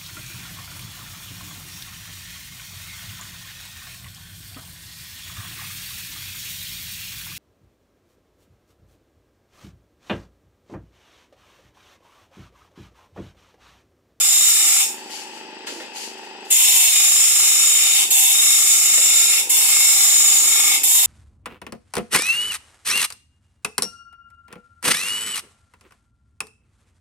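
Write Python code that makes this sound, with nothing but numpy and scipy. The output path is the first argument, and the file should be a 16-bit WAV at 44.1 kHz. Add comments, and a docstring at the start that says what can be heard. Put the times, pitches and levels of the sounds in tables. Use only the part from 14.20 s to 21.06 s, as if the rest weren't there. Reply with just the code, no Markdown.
"""A motor-driven grinding wheel sharpens a long band-saw blade in an open shed.
At first its grit is scraping a tooth, pulsing once a turn and making the steel ring. The wheel lifts,
and the motor rattles on its post while the blade is pulled along its rest, hissing and knocking twice.
From 2.3 s four more teeth follow, with one more knock. The wheel works first the tip, then the back
of a tooth, and is still on the tip of the last one when the sound ends."""
import sys
import numpy as np
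from scipy import signal
from scipy.fft import rfft, irfft, next_fast_len
from scipy.io import wavfile
from scipy.ndimage import uniform_filter1d, map_coordinates

SR = 44100
rng = np.random.default_rng(int(sys.argv[2]) if len(sys.argv) > 2 else 0)


def file_out(sig):
    """Save sig as 16-bit WAV at sys.argv[1]."""
    # one column per channel
    cols = np.atleast_2d(sig).T
    # limit, then scale
    lim = np.clip(cols, -1, 1)
    pcm = np.round(lim * 32767).astype(np.int16)
    wavfile.write(sys.argv[1], SR, pcm)


N = 302526

# each tooth: (bite [s], slide to the back [s], lift [s], back's share at the tip [0-1],
# first touch against the hiss [dB], hiss [dB], screech [dB], low rings [dB], high ring [dB], motor [dB])
TEETH = [(-.8, -.45, .64, .2, 0, -13, -1.5, 1, -1.5, -2),
         (2.303, 2.70, 3.842, .22, -5, -13.7, 1, 0, -.5, -1),
         (3.905, 4.12, 5.21, .2, 0, -13.2, -1.5, -2, 1.5, 0),
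         (5.294, 5.51, 6.57, .4, -6, -13.2, -1.5, 3.5, 3, 1),
         (6.633, 7.0, 7.9, .25, 0, -13.3, -3, 1, -2, -1)]
# changes added to every tooth's levels near its bite, slide and lift:
# (time offset [s], hiss [dB], screech [dB], low rings [dB], high ring [dB], motor [dB])
AFTER_BITE = [(0, 0, 2, -4, 1, -3), (.008, 4.5, -6, -4, 1, -3), (.027, 0, -2, -4, 0, -4),
              (.1, 1, -1, 1.5, 0, -6)]
AROUND_SLIDE = [(-.02, 0, 1, 4, 0, -6), (.02, .5, 1, -1, 1, -5), (.2, 1, -2, -3, -.5, -5)]
BEFORE_LIFT = [(-.35, 0, 0, -2, -1.5, -3), (-.09, -.5, 1, 1, 3, -2), (0, -1.5, 3.5, 3, 4.5, -2)]
# the wheel's speed on each tooth, a little below idle: (speed [turns/s])
TOOTH_SPEEDS = [25.28, 25.23, 25.33, 25.26, 25.25]
# ringing notes of a tooth's tip, its back, the motor and the sliding blade:
# (pitch [Hz], width before narrowing [Hz], level [dB])
TIP_RINGS = [(772, 44, -13), (949, 32, -15), (1042, 30, -13.5), (2180, 39, -12), (2693, 150, -8),
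             (3490, 60, -1), (3690, 50, -2), (4190, 42, -7), (5335, 65, -6), (5565, 51, -2),
             (5900, 18, -20), (6460, 57, -12), (6680, 66, -3), (7090, 310, 5), (7720, 98, -3),
             (7700, 57, -17), (8090, 91, -3), (9970, 40, -7), (10700, 30, -16), (12900, 90, -6)]
BACK_RINGS = [(776, 23, -19), (1190, 70, -16), (1373, 41, -19), (2003, 62, -10.5), (2183, 40, -5),
              (2437, 45, -2), (2825, 177, -13.5), (3500, 110, -7), (3720, 130, -4), (4100, 110, -7),
              (4520, 63, -14), (5055, 14, -2), (5225, 37, -11.5), (5570, 35, 1.5), (6710, 27, 0),
              (6917, 30, 9), (7030, 120, 5.5), (7515, 30, 1), (7309, 35, 0), (7713, 45, 3), (8190, 80, -16),
              (9550, 86, -10), (10580, 38, -8), (11500, 150, -13), (11470, 40, -18), (12960, 290, -7.5)]
MOTOR_RINGS = [(388, 86, -13), (786, 30, 10), (870, 120, -1), (1480, 51, -9), (1886, 13, -4),
               (2728, 96, -9), (3730, 92, -8), (4200, 170, -14), (4840, 150, -8), (6200, 77, -27),
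               (6850, 50, -24), (7660, 62, -13.5), (8500, 130, -31)]
PULL_RINGS = [(2860, 210, -8), (4560, 350, 2.5), (5260, 200, -14), (6850, 300, 1), (7600, 120, -20)]
# the hiss between those notes: (frequency [Hz], level [dB])
TIP_HISS = [(300, -51), (600, -52), (960, -46), (1690, -26), (2100, -9), (3290, -7), (4150, -11.5),
            (5000, -11), (5880, -11.5), (6300, -8.5), (6900, -1.5), (9000, -5.5), (13300, -7), (16000, -13)]
BACK_HISS = [(300, -82), (600, -93), (950, -26), (1250, -20.5), (1560, -22.5), (1900, -13.5), (2200, -11.5),
             (3290, -10), (3600, -15.5), (4340, -18), (5470, -1.5), (6200, -11), (7100, 3), (9000, -6),
             (13300, -14.5), (16000, -17)]
MOTOR_HISS = [(59, -63), (100, -30), (206, -9.5), (290, -9), (380, -4), (676, -15.5), (784, -5), (950, -9),
              (1060, -19), (1950, -11), (2270, -19), (2580, -4), (3700, -20), (4870, -17), (5600, -20),
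              (16000, -80)]
PULL_HISS = [(1180, -30), (2000, -12), (2910, -9.5), (3770, -14), (4530, -9.5), (6940, -6.5), (7770, -11),
             (12000, -19.5), (13900, -23), (16000, -45)]
# quiet gaps between the steel's notes: (frequency [Hz], width [Hz], depth [0-1])
STEEL_GAPS = [(870, 60, .5), (1925, 40, .6), (2340, 50, .4), (3300, 120, .6), (3920, 80, .7),
              (4370, 100, .45), (4650, 80, .4), (5100, 40, .6), (6300, 120, .5)]
# notes the wheel's high spot strikes on a tooth's back: (pitch [Hz], width [Hz], level [dB], delay [s])
CHATTER_RINGS = [(350, 250, -24, .004), (785, 55, 5, 0), (1190, 62, 7.5, .006), (1340, 60, 1, .004),
                 (2183, 55, 11, .008), (2437, 50, 5, .006), (2800, 250, -2, .005), (3500, 50, 5, .009),
                 (3720, 80, 13, .011), (5560, 70, 10, .01)]
# the idling motor leans left: (frequency [Hz], left minus right [dB])
IDLE_LEAN = [(300, 4), (800, 4), (1300, 5), (2700, 5), (4000, 5), (5600, 4), (8000, 2)]
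# the blade is pulled along its rest, and drums slackly on the post:
# (start [s], rise [s], hold [s], fall [s], level [dB])
PULLS = [(.7, .08, .1, .1, -47), (.75, .05, 1.49, .02, -58), (.875, .03, .095, .19, -35),
         (1.05, .1, .03, .07, -45), (1.46, .01, .004, .14, -31.5), (1.46, .04, .125, .035, -42),
         (1.70, .058, .08, .15, -32), (1.972, .01, .002, .02, -42), (1.96, .09, .002, .04, -44),
         (2.243, .013, .002, .015, -43)]
DRUMMING = [(1.44, .04, .14, .08, -42)]
# the blade knocks on its rest: (time [s], ring [dB], crack [dB])
KNOCKS = [(1.47, -40, -29), (1.6, -36, -35.5), (4.774, -26.5, -31)]
# the notes of a knock: (pitch [Hz], level [dB], time to fade by 60 dB [s])
KNOCK_RINGS = [(330, -13.5, .08), (511, 6, 0.24), (616, 7.5, 0.17), (1640, -20, 0.11), (1840, 15.5, 0.11),
               (3010, 2, 0.15)]
# how the whole sound leans: (frequency [Hz], left minus right [dB])
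BALANCE = [(100, -6), (500, -5), (800, -6), (1200, -5), (2000, 0), (2600, 1), (4000, 1), (5600, 3),
           (7500, -1.2), (12000, -.6)]

IDLE_SPEED_HZ, IDLE_MOTOR_DB = 25.57, -37.5
SECONDS = np.arange(N) / SR
FFT_SIZE = next_fast_len(N + SR)
BINS_HZ = np.maximum(np.arange(FFT_SIZE // 2 + 1) * SR / FFT_SIZE, 1)


def from_db(db):
    """Turn decibels into a gain."""
    return 10 ** (np.asarray(db) / 20)


def unit_power(x):
    """Scale a signal to an average power of 1."""
    return x / np.sqrt(np.mean(x ** 2) + 1e-20)


def curve(points):
    """Join (frequency, value) points into a curve over all frequencies."""
    hz, value = np.transpose(points)
    return np.interp(np.log(BINS_HZ), np.log(hz), value)


def lean(points):
    """Left and right gains from a table of level differences."""
    return from_db(curve(points) / 2 * np.array([[1], [-1]]))


def filtered(x, response):
    """Give each frequency of a signal its own gain and delay."""
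    return irfft(rfft(x, FFT_SIZE) * response, FFT_SIZE)[..., :N]


def drift(rate):
    """A smooth random wobble of size about 1."""
    return unit_power(map_coordinates(rng.standard_normal(400), [SECONDS * rate * 2], order=3))


def resonance(hz, sharpness, bins=BINS_HZ):
    """The response of something that rings at one pitch."""
    return 1 / (1 + 1j * sharpness * (bins / hz - hz / bins))


def swell(x, hz, sharpness, db):
    """Raise or lower the sound around one pitch."""
    return x + (from_db(db) - 1) * filtered(x, resonance(hz, sharpness))


def body(notes, hiss, hiss_db, narrow):
    """An object's tone colour: ringing notes of alternating sign over a broad hiss."""
    grid = BINS_HZ[::16]
    rings = sum((-1) ** k * from_db(db) * resonance(hz, hz / (width * narrow), grid)
                for k, (hz, width, db) in enumerate(notes))
    response = from_db(curve(hiss) + hiss_db) + np.interp(BINS_HZ, grid, rings)
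    return response / np.sqrt(np.mean(np.abs(response) ** 2))


def once_a_turn(turns, at):
    """One click each time the wheel passes a point of its turn."""
    return np.diff(np.floor(turns - at), prepend=-1)


def contact(fade_s=.03):
    """Bite, slide and lift over time: whether the wheel touches, the back's share and five levels."""
    touching, rows = np.zeros(N), []
    for bite, slide, lift, tip_share, touch_db, *levels_db in TEETH:
        touching += (SECONDS >= bite) * np.clip((lift - SECONDS) / fade_s + .5, 0, 1)
        moments = [(bite, AFTER_BITE), (slide, AROUND_SLIDE), (lift, BEFORE_LIFT)]
        stages = [[at + s, *np.add(db, levels_db)] for at, table in moments for s, *db in table]
        stages[0][1] += touch_db
        back_shares = [0, 0, tip_share / 2, tip_share, tip_share, .75, .75, .85, .85, .45]
        rows += [(s, share, *db) for (s, *db), share in zip(stages, back_shares)]
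    times, *columns = np.transpose(sorted(rows))
    return [uniform_filter1d(touching, size=90)] + [np.interp(SECONDS, times, c) for c in columns]


def turning_force(turns, keep, repeat_hz, spot_db, spot_at, spot_width, blow_db, beat_hz, treble_beat):
    """A rough surface comes round again and again; its high spot presses harder and lands a blow."""
    places = 1730   # around one turn
    noise = rng.standard_normal((220, places))
    surface = signal.lfilter([np.sqrt(1 - keep ** 2)], [1, -keep], noise, axis=0)[30:]
    bumps = surface[turns.astype(int), (turns % 1 * places).astype(int)]
    grit = rng.standard_normal((2, N)) + 1.25 * rng.standard_normal(N)
    coarse = 1 / (1 + (BINS_HZ / repeat_hz) ** 2)   # coarse bumps repeat, fine grit is always new
    rough = filtered(1.38 * bumps, np.sqrt(coarse)) + filtered(grit, np.sqrt(1 - coarse))
    spot = from_db(spot_db * np.exp((np.cos(2 * np.pi * (turns - spot_at)) - 1) / spot_width))
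    blows = once_a_turn(turns, spot_at) * from_db(blow_db + 1.35 * drift(11))
    beating = rough * unit_power(spot) + blows
    steadier = rough * unit_power(spot ** treble_beat)
    low = 1 / (1 + (BINS_HZ / beat_hz) ** 2)   # the beat is heard mostly in the low notes
    return filtered(beating, low) + filtered(steadier, 1 - low)


def wandering(x, depth_db, patch_s, patch_hz):
    """The contact point wanders, so the high notes swell and sink in narrow streaks."""
    hz, times, cells = signal.stft(x, SR, nperseg=2048)
    grid = np.meshgrid(hz / patch_hz, times / patch_s, indexing="ij")
    patches = map_coordinates(rng.standard_normal((600, 100)), grid, order=1)
    gain = from_db(depth_db * patches * np.clip(hz[:, None] / 1500 - 1.4, 0, 1))
    return signal.istft(cells * unit_power(gain), SR, nperseg=2048)[1][:, :N]


def grinding(turns, touching, back_share, hiss_db, screech_db, low_db, ring_db):
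    """Grit hammers the steel, which rings differently at a tooth's tip and back."""
    force = turning_force(turns, keep=.74, repeat_hz=5000, spot_db=5.5, spot_at=.35, spot_width=.27,
                          blow_db=19, beat_hz=2000, treble_beat=.35)
    force = wandering(force, depth_db=4, patch_s=.25, patch_hz=40)
    force *= touching * from_db(hiss_db + .66 * drift(18))
    gaps = np.prod([1 - depth * resonance(hz, hz / width) for hz, width, depth in STEEL_GAPS], axis=0)
    tip = filtered(force * (1 - back_share), body(TIP_RINGS, TIP_HISS, hiss_db=-6, narrow=.37) * gaps)
    back = filtered(force * back_share, body(BACK_RINGS, BACK_HISS, hiss_db=-5, narrow=.77) * gaps)
    steel = tip + back + chatter(turns, touching * back_share * from_db(hiss_db))
    steel = swell(steel, hz=2670, sharpness=1.1, db=screech_db)
    steel = swell(steel, hz=900, sharpness=2.2, db=low_db)
    return swell(steel, hz=2185, sharpness=14, db=ring_db)


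def chatter(turns, pressing):
    """One soft blow a turn makes a few notes of the blade swell and die."""
    blows = once_a_turn(turns, at=.11) * pressing * from_db(1.3 * drift(7.9))
    rings = sum(from_db(db) * resonance(hz, hz / width) ** 2 * np.exp(-2j * np.pi * BINS_HZ * delay)
                for hz, width, db, delay in CHATTER_RINGS)
    return from_db(23.5) * filtered(blows, rings)


def motor(turns, load, level_db):
    """An unbalanced shaft knocks its bearings every turn and rings the housing and post."""
    force = turning_force(turns, keep=.85, repeat_hz=600, spot_db=5, spot_at=.87, spot_width=.066,
                          blow_db=35 - 11 * load, beat_hz=1430, treble_beat=.1)
    rattle = filtered(force, body(MOTOR_RINGS, MOTOR_HISS, hiss_db=7, narrow=.56))
    idling = filtered(rattle, lean(IDLE_LEAN))
    sound = unit_power(load * rattle + (1 - load) * idling) * from_db(level_db)
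    return swell(sound, hz=810, sharpness=4, db=-7 * load)   # the pressed blade damps the housing


def ticks(turns):
    """A thin, high tick once a turn, coming and going."""
    clicks = once_a_turn(turns, at=.34) * from_db(-3.5 + 3.4 * drift(7))
    return filtered(clicks, resonance(hz=7820, sharpness=22) ** 2)


def strokes(rows):
    """The loudness of strokes that rise, hold and fall; their powers add."""
    power = 0
    for start, rise, hold, fall, db in rows:
        moments = start + np.cumsum([0, rise, hold, fall])
        power += from_db(np.interp(SECONDS, moments, [-70, db, db, -70], left=-120, right=-120)) ** 2
    return np.sqrt(power)


def pulls():
    """Steel slides on steel with a grainy hiss, nearer the left, and the slack blade drums dully."""
    grains = rng.standard_normal((2, N)) * from_db(1.1 * drift(24.8))
    hiss = unit_power(filtered(grains, body(PULL_RINGS, PULL_HISS, hiss_db=1.5, narrow=.56)))
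    dull = signal.butter(2, [280, 520], "band", fs=SR, output="sos")
    drum = unit_power(signal.sosfilt(dull, grains[0]))
    return strokes(PULLS) * from_db([[3.5], [0]]) * hiss + strokes(DRUMMING) * drum


def knocks():
    """The blade hits its rest: a bright crack, and notes each struck with a random strength."""
    out, age = np.zeros(N), np.arange(SR // 4) / SR
    bright = signal.butter(2, [1300, 4500], "band", fs=SR, output="sos")
    attack = 1 - np.exp(-age / .0014)
    for start, ring_db, crack_db in KNOCKS:
        rings = sum(from_db(db + rng.normal(0, 4.1) - 60 * age / fade_s) * np.sin(2 * np.pi * hz * age)
                    for hz, db, fade_s in KNOCK_RINGS)
        crack = signal.sosfilt(bright, rng.standard_normal(len(age))) * from_db(9.5 - 60 * age / .22)
        knock = from_db(ring_db - 15) * rings * attack + from_db(crack_db) * crack
        out[round(start * SR):][:len(age)] += knock
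    return out


def shed(x, echo_above_hz=2200, dull_hz=14000, echo_share=.72, fade_s=.34):
    """Direct sound plus a fading echo on each side; the echo is strongest in the treble."""
    age = np.arange(SR // 2) / SR
    echoes = rfft(rng.standard_normal((2, len(age))) * from_db(-60 * age / fade_s), FFT_SIZE)
    echoes /= np.sqrt(uniform_filter1d(np.abs(echoes) ** 2, size=400))   # even out their tone
    share = echo_share / (1 + (echo_above_hz / BINS_HZ) ** 2) / (1 + (BINS_HZ / dull_hz) ** 4)
    direct = np.exp(-2j * np.pi * BINS_HZ / SR * np.array([[4], [0]]))   # left is 4 samples late
    response = np.sqrt(1 - share) * direct + np.sqrt(share) * echoes
    return filtered(x, response * lean(BALANCE))


def scene():
    """On a tooth the motor slows a little, and its sound is turned down under the loud grinding."""
    touching, back_share, hiss_db, screech_db, low_db, ring_db, motor_db = contact()
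    load = uniform_filter1d(touching, size=4000)
    tooth = np.searchsorted([bite for bite, *_ in TEETH], SECONDS) - 1
    speed_hz = IDLE_SPEED_HZ + (np.take(TOOTH_SPEEDS, tooth) - IDLE_SPEED_HZ) * load
    turns = .05 + np.cumsum(speed_hz) / SR
    blade = grinding(turns, touching, back_share, hiss_db, screech_db, low_db, ring_db)
    blade += knocks() + pulls()
    return shed(blade + motor(turns, load, IDLE_MOTOR_DB + load * motor_db) + ticks(turns))


def record(dry):
    """Peaks are rounded, the microphone drops the bass, and the highest treble is cut."""
    rounded = 1.14 * np.tanh(dry / 1.33)
    thin = signal.sosfilt(signal.butter(2, 184, "high", fs=SR, output="sos"), rounded)
    return signal.sosfilt(signal.cheby2(22, 60, 15950, fs=SR, output="sos"), thin)


dry = scene()
out = record(dry)
file_out(out)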